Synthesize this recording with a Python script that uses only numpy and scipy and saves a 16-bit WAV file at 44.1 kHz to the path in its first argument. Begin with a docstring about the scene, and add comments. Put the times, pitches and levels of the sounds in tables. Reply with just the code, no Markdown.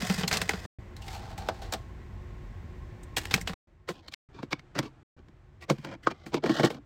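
"""Candies, bin and wipes canister

Close to the microphone in a small, soft room with a low hum, hard candies drop into a paper-filled
plastic bin, and long nails slide and pinch more of them off a drawer bottom. A plastic wipes canister
is picked up, snapped open, tipped over and knocked about on the drawer. Blows ring each object's modes;
rubbing is a stream of tiny slips. It all comes in five stretches with short silences between."""
import sys
import numpy as np
from scipy import signal
from scipy.fft import rfft, irfft, next_fast_len
from scipy.io import wavfile

SR = 44100
rng = np.random.default_rng(int(sys.argv[2]) if len(sys.argv) > 2 else 0)


def pcm_store(signal):
    """Save signal as 16-bit PCM."""
    levels = np.round(np.clip(np.atleast_2d(signal), -1, 1) * 32767)
    wavfile.write(sys.argv[1], SR, levels.astype(np.int16).T)


N = 302085

# Candies landing in the bin, close by. 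Each row: start in seconds, strength in dB, brightness in dB
# per octave, thump in dB, resonance of the struck spot in Hz, nominal t60 in seconds.
BIN_HITS = [(.014, -52.5, -3.7, 7, 191, 0.023), (0.07, -51.5, 5, 0.5, 1800, 0.032),
            (0.0982, -34, -.5, 6, 187, 0.1), (0.1432, -50.5, 4, 3.5, 5070, 0.015),
            (0.18, -45.5, 1, 10.5, 189, 0.2), (.209, -41.5, -.6, -1.5, 193, .057),
            (.234, -36.5, -1.5, 2, 3040, 0.056), (0.2788, -42.5, 5.5, -2, 4200, 0.034),
            (0.3125, -36, 1.5, -11, 1570, 0.071), (.3279, -37.5, 3.5, 6.5, 5080, .08),
            (0.337, -40, 2.1, -2.5, 2710, 0.12), (.371, -42, 4.5, 8.5, 4320, .028),
            (0.4163, -36.5, 2.5, 4.5, 212, 0.034), (.493, -32.5, 1.1, -15, 2090, 0.016),
            (0.5066, -43.5, 1, -4, 1510, .08), (0.535, -39.5, -2.4, -4, 200, .08),
            (0.6508, -54, -5.5, -8, 970, .021), (3.1682, -37.5, 0.7, -8, 3200, 0.033),
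            (3.2546, -48, 2.5, -12, 1940, 0.017), (3.3106, -40.5, 1, 2.5, 3630, 0.052),
            (3.3404, -31, 3.4, 9, 2440, 0.023), (3.3776, -43.5, -2.5, -12, 191, .041),
            (3.4135, -59, 7, 25.5, 2150, .033), (3.4746, -39.5, 1.2, -14, 2950, 0.041),
            (3.4952, -44.5, -1.3, 2, 180, .058), (3.534, -50.5, -1, -10, 1015, 0.016)]
# The bin wall's modes. Each row: pitch in Hz, relative level in dB, nominal t60 in seconds.
BIN_MODES = [(181.5, 3.5, 0.076), (218, -7, 0.084), (448, 1, 0.059), (790, -4.5, 0.076),
             (1006, -11.5, 0.055), (1640, -7, 0.02), (1880, -2.5, 0.022), (2102, 7, 0.017),
             (2587, -1.5, 0.052), (3380, -7, 0.015), (4040, -5.5, .02), (4800, -1.5, 0.016)]
# Paper and wrappers giving way under the two drops.
# Each row: time in seconds, level in dB, brightness in dB per octave.
FIRST_CRUMPLE = [(0, -38.5, -1), (.11, -43.5, 1), (.22, -45, 0.5), (.26, -57, -8), (.305, -48.5, -0.5),
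                 (.33, -38.5, -1), (.4, -40.5, -2.5), (.45, -50, -0.5), (.66, -51, -1)]
SECOND_CRUMPLE = [(3.166, -34.5, 1.8), (3.18, -34, 1.6), (3.201, -49.5, 0.23), (3.305, -58.5, 0.27),
                  (3.35, -39.5, -0.51), (3.4, -55, 0.23), (3.45, -76, 0), (3.49, -47, -1),
                  (3.54, -62, -0.54)]


def waste_bin():
    """Candies fall on crumpled paper and against the bin wall, which booms."""
    drops = blows(BIN_HITS, BIN_MODES, colour_db=(0.5, -2, 0, 0.5, -8), impact_db=24,
                  focus_db=3, spot_db=0, ping_db=-2.5, spot_q=2.4,
                  graze_db=10, graze_s=0.0014, hardening=0.56, crack_db=6.5, crack_t60=0.0027,
                  rattle_db=12.5, low_stretch=0.62, tail_db=-8, tail_t60=0.092)
    paper = friction([FIRST_CRUMPLE, SECOND_CRUMPLE], BIN_HITS, BIN_MODES,
                     colour_db=(-0.5, -2, -0.5, 2.5, -1.5), slips_per_s=300, scatter_db=2.5,
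                     slip_t60=0.0079, hiss_db=1, ring_db=-8.5, spot_db=-16, edge_s=0.004)
    return drops + boom() + paper


def boom(hz=182, boost_db=2, t60=0.11):
    """Every landing flexes the whole bin, which booms for longer than its wall rings."""
    out = np.zeros(N)
    for start, strength_db, _, thump_db, _, _ in BIN_HITS:
        add(out, start, ring([(hz, boost_db + strength_db + thump_db, t60)], 1, detune=0.048))
    return out


# Taps on the drawer bottom, the board's modes, and candies pushed across it, also close by.
# Rows read like the bin's hits, modes and crumples.
DRAWER_HITS = [(0.9664, -65, 3.2, 0, 4000, 0.061), (1.0206, -63.5, 2.4, -3, 2820, 0.13),
               (1.0815, -53.5, 0.4, -6, 2130, 0.076), (1.3789, -53.5, 2, -4, 860, 0.16),
               (1.4874, -36.5, -2.6, -17, 873, 0.059), (1.6192, -51, -.5, -7, 747, 0.36),
               (1.7247, -43.5, 1.8, -3, 784, 0.082), (1.7366, -41.5, 1.4, -2, 726, 0.066),
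               (3.034, -76.5, 5, 0, 8600, .06)]
DRAWER_MODES = [(222, -2, 0.11), (320, -16.5, 0.088), (546, -9, 0.045), (660, -6, 0.1), (781, 1, 0.044),
                (910, -5, 0.024), (2130, -9, .012), (4050, -16.5, 0.02), (5650, -9, .012)]
CANDY_PUSH = [(.97, -62, 1), (1.07, -53.5, 2.5), (1.15, -44.5, 1.1), (1.22, -49.5, -0.87),
              (1.32, -49.5, -0.41), (1.36, -56, -1.2), (1.4, -45.5, -1.6), (1.69, -59, 0.32),
              (1.76, -55, -1.2)]


def drawer():
    """Nails push the candies together and pinch them off the board."""
    taps = blows(DRAWER_HITS, DRAWER_MODES, colour_db=(-1, 2.5, 1, 2, -2.5), impact_db=29,
                 focus_db=6, spot_db=4.5, ping_db=-11, spot_q=9.1,
                 graze_db=9, graze_s=0.0015, hardening=0.13, crack_db=-3, crack_t60=0.00773,
                 rattle_db=12, low_stretch=1.6, tail_db=-16, tail_t60=0.39)
    slides = friction([CANDY_PUSH], DRAWER_HITS, DRAWER_MODES,
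                      colour_db=(-5.5, -4, 1, -5.5, -11), slips_per_s=790, scatter_db=-4,
                      slip_t60=0.021, hiss_db=-5, ring_db=-7.5, spot_db=-4, edge_s=0.02)
    return taps + slides


# The canister near the microphone: lid snaps and knocks, its modes, and its roll on the drawer.
# Rows read like the bin's hits, modes and crumples.
CANISTER_HITS = [(3.8886, -41, 0, -1, 521, 0.072), (4.0829, -54, -0.7, 2, 4260, 0.021),
                 (4.1391, -57, 2.7, 0.5, 3170, 0.021), (4.3894, -58, -5.5, 1, 930, 0.025),
                 (4.43, -45, -4.5, -4.5, 271, 0.046), (4.5297, -36, -3.5, -3.5, 2200, 0.015),
                 (4.5946, -62, -1, 8, 2066, 0.019), (4.79, -33.5, 0.05, 3, 270, 0.019),
                 (4.829, -48.5, -2.2, -0.5, 308, .11), (5.285, -67, -2.5, 1.5, 262, 0.037),
                 (5.6996, -31, -1.2, -1, 519, 0.05), (5.784, -59, -1, 11.5, 155, .042),
                 (5.848, -43.5, -2, -12, 154, 0.028), (6.0709, -30, -7, -16, 1256, 0.04),
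                 (6.264, -51, 0, 11.5, 342, 0.079), (6.343, -33.5, -2.5, -4, 335, 0.035),
                 (6.4389, -36.5, -4.5, -19, 375, 0.038), (6.4609, -35.5, -3.5, -17, 230, 0.056),
                 (6.4945, -34.5, -4, 6, 324, .092), (6.5964, -34.5, -2.5, 7.5, 482, .069),
                 (6.6333, -36.5, -2.5, -16, 390, 0.045), (6.6389, -31.5, -8, -8, 325, 0.029),
                 (6.6482, -42.5, 3, 0, 333, 0.05), (6.7034, -43, -1, 3.5, 473, 0.068),
                 (6.746, -54.5, -1.5, 1.5, 220, .043)]
CANISTER_MODES = [(138.4, -4.5, 0.082), (221.3, -2, 0.088), (271, -8, 0.058), (336, 2, 0.078),
                  (404, 1.5, 0.03), (483.4, 0, 0.053), (538, -3.5, 0.041), (622, -10, 0.016),
                  (873, 3, 0.04), (1063, 5.5, 0.051), (1250, -12, 0.026), (1630, -12, 0.03),
                  (2246, 15, 0.029), (3018, 18.5, 0.0057), (4440, -5, 0.019)]
CANISTER_ROLL = [(6.435, -44, -3.5), (6.53, -40, 1), (6.635, -38, 0.3), (6.652, -25.5, 0.5),
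                 (6.672, -29.5, -0.8)]
# Brief hissy swells just before two lid clicks (at 4.119 and 4.512 s); the other rows are finger rubs.
# Each row: start and end in seconds, level in dB, brightness in dB per octave.
RUBS_AND_SWELLS = [(3.881, 3.916, -43.5, -1.5), (3.927, 4.009, -61, 0), (4.026, 4.078, -65.5, -0.5),
                   (4.119, 4.132, -57, 4.5), (4.339, 4.417, -58, -2), (4.512, 4.538, -45.5, 2),
                   (4.753, 4.803, -40.5, -1.3), (4.784, 4.88, -53.5, -1), (5.174, 5.2, -64.5, -3.5),
                   (5.613, 5.648, -54, 2.7), (5.687, 5.718, -40, -6), (5.735, 5.844, -68, 3.5),
                   (5.837, 5.953, -49.5, -2), (6.031, 6.057, -58, 3), (6.103, 6.12, -42.5, -0.5),
                   (6.13, 6.312, -65, -.6), (6.325, 6.38, -41, -2.5), (6.7, 6.784, -55.5, -3)]


def canister():
    """The hollow canister snaps, knocks, scrapes and rolls."""
    knocks = blows(CANISTER_HITS, CANISTER_MODES, colour_db=(-6.5, -4.5, -0.5, 0, -7), impact_db=27,
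                   focus_db=11, spot_db=2, ping_db=5, spot_q=3.8,
                   graze_db=15, graze_s=0.0038, hardening=0, crack_db=18, crack_t60=0.0071,
                   rattle_db=18.5, low_stretch=0.6, tail_db=-12.5, tail_t60=0.12)
    spans = [[(start, db, tilt), (end, db, tilt)] for start, end, db, tilt in RUBS_AND_SWELLS]
    rustle = friction(spans + [CANISTER_ROLL], CANISTER_HITS, CANISTER_MODES,
                      colour_db=(0, 2, 0.5, -0.5, -16.5), slips_per_s=1000, scatter_db=6,
                      slip_t60=0.018, hiss_db=-8, ring_db=-7.5, spot_db=-13.5,
                      edge_s=0.013, edge_share=0.084)
    return knocks + rustle


# Edges in Hz of the five bands of every colour_db: boom, body, knock, click, tick.
EDGES_HZ = [125, 280, 700, 1600, 5000, 16000]
BANDS = [signal.butter(3, pair, "band", fs=SR, output="sos") for pair in zip(EDGES_HZ, EDGES_HZ[1:])]
BAND_OCTAVES = np.log2(np.sqrt(np.multiply(EDGES_HZ[1:], EDGES_HZ[:-1])) / 1000)  # centres, from 1 kHz
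BLOW_SAMPLES, RING_SAMPLES = int(0.025 * SR), int(0.2 * SR)
RING_TIME = np.arange(RING_SAMPLES) / SR


def blows(hits, modes, colour_db, impact_db, focus_db, spot_db, ping_db, spot_q, graze_db, graze_s,
          hardening, crack_db, crack_t60, rattle_db, low_stretch, tail_db, tail_t60):
    """Each blow grazes, cracks, then rings with the object's main modes and dense panel modes."""
    out, t = np.zeros(N), RING_TIME
    crack = undb(crack_db) * fade(t, crack_t60)
    tail = undb(tail_db) * fade(t, tail_t60)
    for start, strength_db, brightness_db, thump_db, spot_hz, t60 in hits:
        ping = np.sqrt(spot_hz / 1000) * ring([(spot_hz, ping_db, t60)], 0.87, detune=0)
        body = ring(modes, np.sqrt(t60 / 0.04), detune=0.02)
        tone = np.pad(ping + body, (BLOW_SAMPLES, 0))
        tone[BLOW_SAMPLES] += undb(impact_db)  # the hard contact is a single pulse
        # Contact builds up before the blow; hardening shortens this for blows above a medium -40 dB.
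        build_s = graze_s * undb(-40 - strength_db) ** hardening
        graze = undb(graze_db) * np.exp(-t[:BLOW_SAMPLES] / max(build_s, 1e-4))[::-1]
        grit = rng.standard_normal(len(tone))
        from_spot = (BAND_OCTAVES - np.log2(spot_hz / 1000)) / 0.87  # focus width in octaves
        levels_db = strength_db + np.array(colour_db) + brightness_db * BAND_OCTAVES
        levels_db += focus_db * np.exp(-from_spot ** 2)
        levels_db[0] += thump_db
        for k, (band, db) in enumerate(zip(BANDS, levels_db)):
            # The panels damp lows and highs at different rates.
            rattle = undb(rattle_db) * fade(t, t60 * low_stretch ** (1 - k / 2))
            blow = tone + grit * np.concatenate([graze, crack + rattle + tail])
            part = signal.sosfilt(band, touched_spot(blow, spot_hz, spot_db, spot_q))
            attack_rms = np.sqrt(np.mean(part[BLOW_SAMPLES:2 * BLOW_SAMPLES] ** 2))
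            add(out, start - BLOW_SAMPLES / SR, part * undb(db) / attack_rms)
    return out


def friction(moves, hits, modes, colour_db, slips_per_s, scatter_db, slip_t60, hiss_db, ring_db,
             spot_db, edge_s, edge_share=0):
    """Tiny uneven slips, each a burst that rings the object, follow a move's level and brightness."""
    out = np.zeros(N)
    slipping = rng.random(N) < slips_per_s / SR
    slips = slipping * undb(scatter_db * np.minimum(rng.exponential(size=N), 3))
    bursts = unit(signal.fftconvolve(slips, fade(RING_TIME, slip_t60))[:N])
    grit = (bursts + undb(hiss_db)) * rng.standard_normal(N)
    for move in moves:
        times, level_db, brightness_db = np.transpose(move)
        start, end = times[0], times[-1]
        edge = max(int((edge_s + edge_share * (end - start)) * SR), 2)  # fade in and out
        first = max(int(start * SR) - edge // 2, 0)
        contact = grit[first:first + max(int((end - start) * SR), edge) + edge]
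        n = len(contact)
        from_ends = np.minimum(np.arange(n), np.arange(n)[::-1])
        contact = contact * np.minimum(from_ends / edge, 1)
        body = ring(modes, 1, detune=0.086)
        rub = signal.fftconvolve(contact, body * undb(ring_db) / np.linalg.norm(body))
        rub[:n] += contact
        # It rubs on the spot of the blow nearest in time.
        *_, spot_hz, _ = min(hits, key=lambda hit: abs(hit[0] - (start + end) / 2))
        rub = touched_spot(rub, spot_hz, spot_db, q=4.8)
        now = (first + np.arange(len(rub))) / SR
        for band, octave, db in zip(BANDS, BAND_OCTAVES, colour_db):
            part = signal.sosfilt(band, rub)
            gain = undb(db + np.interp(now, times, level_db + brightness_db * octave))
            add(out, first / SR, part * gain * np.sqrt((n - edge) / np.sum(part ** 2)))
    return out


def ring(modes, t60_scale, detune):
    """Damped modes, detuned a little by each new grip."""
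    out = 0
    for hz, db, t60 in modes:
        hz *= 1 + detune * rng.standard_normal()
        gain = rng.choice([-1, 1]) * undb(db)
        out += gain * np.sin(2 * np.pi * hz * RING_TIME) * fade(RING_TIME, t60 * t60_scale)
    return out


def touched_spot(x, hz, boost_db, q):
    """The place that is touched has a resonance of its own."""
    return x + undb(boost_db) * signal.lfilter(*signal.iirpeak(hz, q, fs=SR), x)


def room_echo(x, wet_db, t60, dull_hz):
    """A weak, short, dull echo comes back from the furniture and walls."""
    t = np.arange(2 * RING_SAMPLES) / SR
    tail = rng.standard_normal(len(t)) * fade(t, t60) * np.minimum(t / 0.002, 1)
    tail = signal.sosfilt(signal.butter(1, dull_hz, fs=SR, output="sos"), tail)
    return x + undb(wet_db) * signal.fftconvolve(x, tail / np.linalg.norm(tail))[:N]


# The room behind the handling. Each row: frequency in Hz, relative level in dB.
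RUMBLE_SPECTRUM = [(15, -35), (25, -5), (89, 0), (157, -13), (229, -15.5), (270, -21.5), (354, -19),
                   (416, -25), (545, -26.5), (1070, -29.5), (1160, -34.5), (1840, -33.5), (3250, -43),
                   (14000, -61), (16000, -63.5)]
AIR_SPECTRUM = [(15, -30), (25, 0), (70, -12.5), (137, -1.5), (195, -22.5), (373, -15.5), (427, -24),
                (887, -25), (988, -31), (1100, -30), (1330, -27), (16000, -64)]
# Hum and hiss in the rumble. Each row: centre in Hz, width in Hz, nominal level in dB.
HUM_BANDS = [(42.7, 8, -53), (360.2, 6.9, -62), (1075.5, 27, -66.5), (1950, 520, -69), (13900, 4700, -77.5)]


def room_tone():
    """Two steady beds of noise: a humming rumble and quieter air."""
    rumble = undb(-42.5) * coloured(RUMBLE_SPECTRUM)
    for hz, width_hz, db in HUM_BANDS:
        rumble += undb(db) * noise(lambda f: 1 / (1 + (2 * (f - hz) / width_hz) ** 2))
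    return rumble, undb(-55) * coloured(AIR_SPECTRUM)


def coloured(spectrum, low_cut_hz=34):
    """Steady noise with the given spectrum and no deep bass."""
    return noise(lambda f: curve_gain(f, spectrum) / np.sqrt(1 + (low_cut_hz / f) ** 10))


def noise(gain_at):
    """Steady noise whose spectrum follows a function of frequency."""
    n = next_fast_len(N, real=True)
    hz = np.maximum(np.arange(n // 2 + 1) * SR / n, 1)
    return unit(irfft(rfft(rng.standard_normal(n)) * gain_at(hz), n)[:N])


def curve_gain(f, points):
    """Gain at frequencies f along a curve of (Hz, dB) points."""
    hz, db = np.transpose(points)
    return undb(np.interp(np.log(f), np.log(hz), db))


def undb(db):
    """Decibels to gain."""
    return 10 ** (np.asarray(db) / 20)


def unit(x):
    """Scale to rms 1."""
    return x / np.sqrt(np.mean(x ** 2) + 1e-20)


def fade(t, t60):
    """Exponential decay, 60 dB down after t60."""
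    return np.exp(-np.log(1000) * t / max(t60, 1e-3))


def add(out, start, x):
    """Mix x into out from start seconds on."""
    i = max(int(start * SR), 0)
    out[i:i + len(x)] += x[:max(N - i, 0)]


# The stretches with sound. Each row: start and end in seconds.
STRETCHES = [(0, .662), (.786, 3.542), (3.672, 4.147), (4.288, 5.032), (5.165, 6.9)]
# Room tone in each stretch. Each row: rumble gain in dB, air gain in dB.
STRETCH_TONE = [(-1, 4.5), (0.5, -10), (-16.5, -9), (-18.5, 0), (-14.5, -4.5)]


def scene():
    """Close handling over the room tone; everything falls silent between the stretches."""
    handling = room_echo(waste_bin() + drawer() + canister(), wet_db=-25.5, t60=0.16, dull_hz=4000)
    rumble, air = room_tone()
    out, t = np.zeros(N), np.arange(N) / SR
    for (start, end), (rumble_db, air_db) in zip(STRETCHES, STRETCH_TONE):
        gate = np.clip(np.minimum(t - start, end - t) / 0.0014, 0, 1)
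        out += gate * (handling + undb(rumble_db) * rumble + undb(air_db) * air)
    return out[None]


# Overall treble colour. Each row: frequency in Hz, gain in dB.
TREBLE_COLOUR = [(1000, -0.5), (3000, 0), (5000, -0.5), (7800, 1.5), (9300, -5), (11000, -10.5),
                 (13500, -7), (15500, -9)]


def record(dry):
    """The treble dips near 11 kHz and the top is cut off."""
    hz = np.maximum(np.arange(N // 2 + 1) * SR / N, 1)
    heard = irfft(rfft(dry) * curve_gain(hz, TREBLE_COLOUR), N)
    top_cut = signal.ellip(8, 0.2, 70, 15850, fs=SR, output="sos")
    return signal.sosfilt(top_cut, heard)


dry = scene()
out = record(dry)
pcm_store(out)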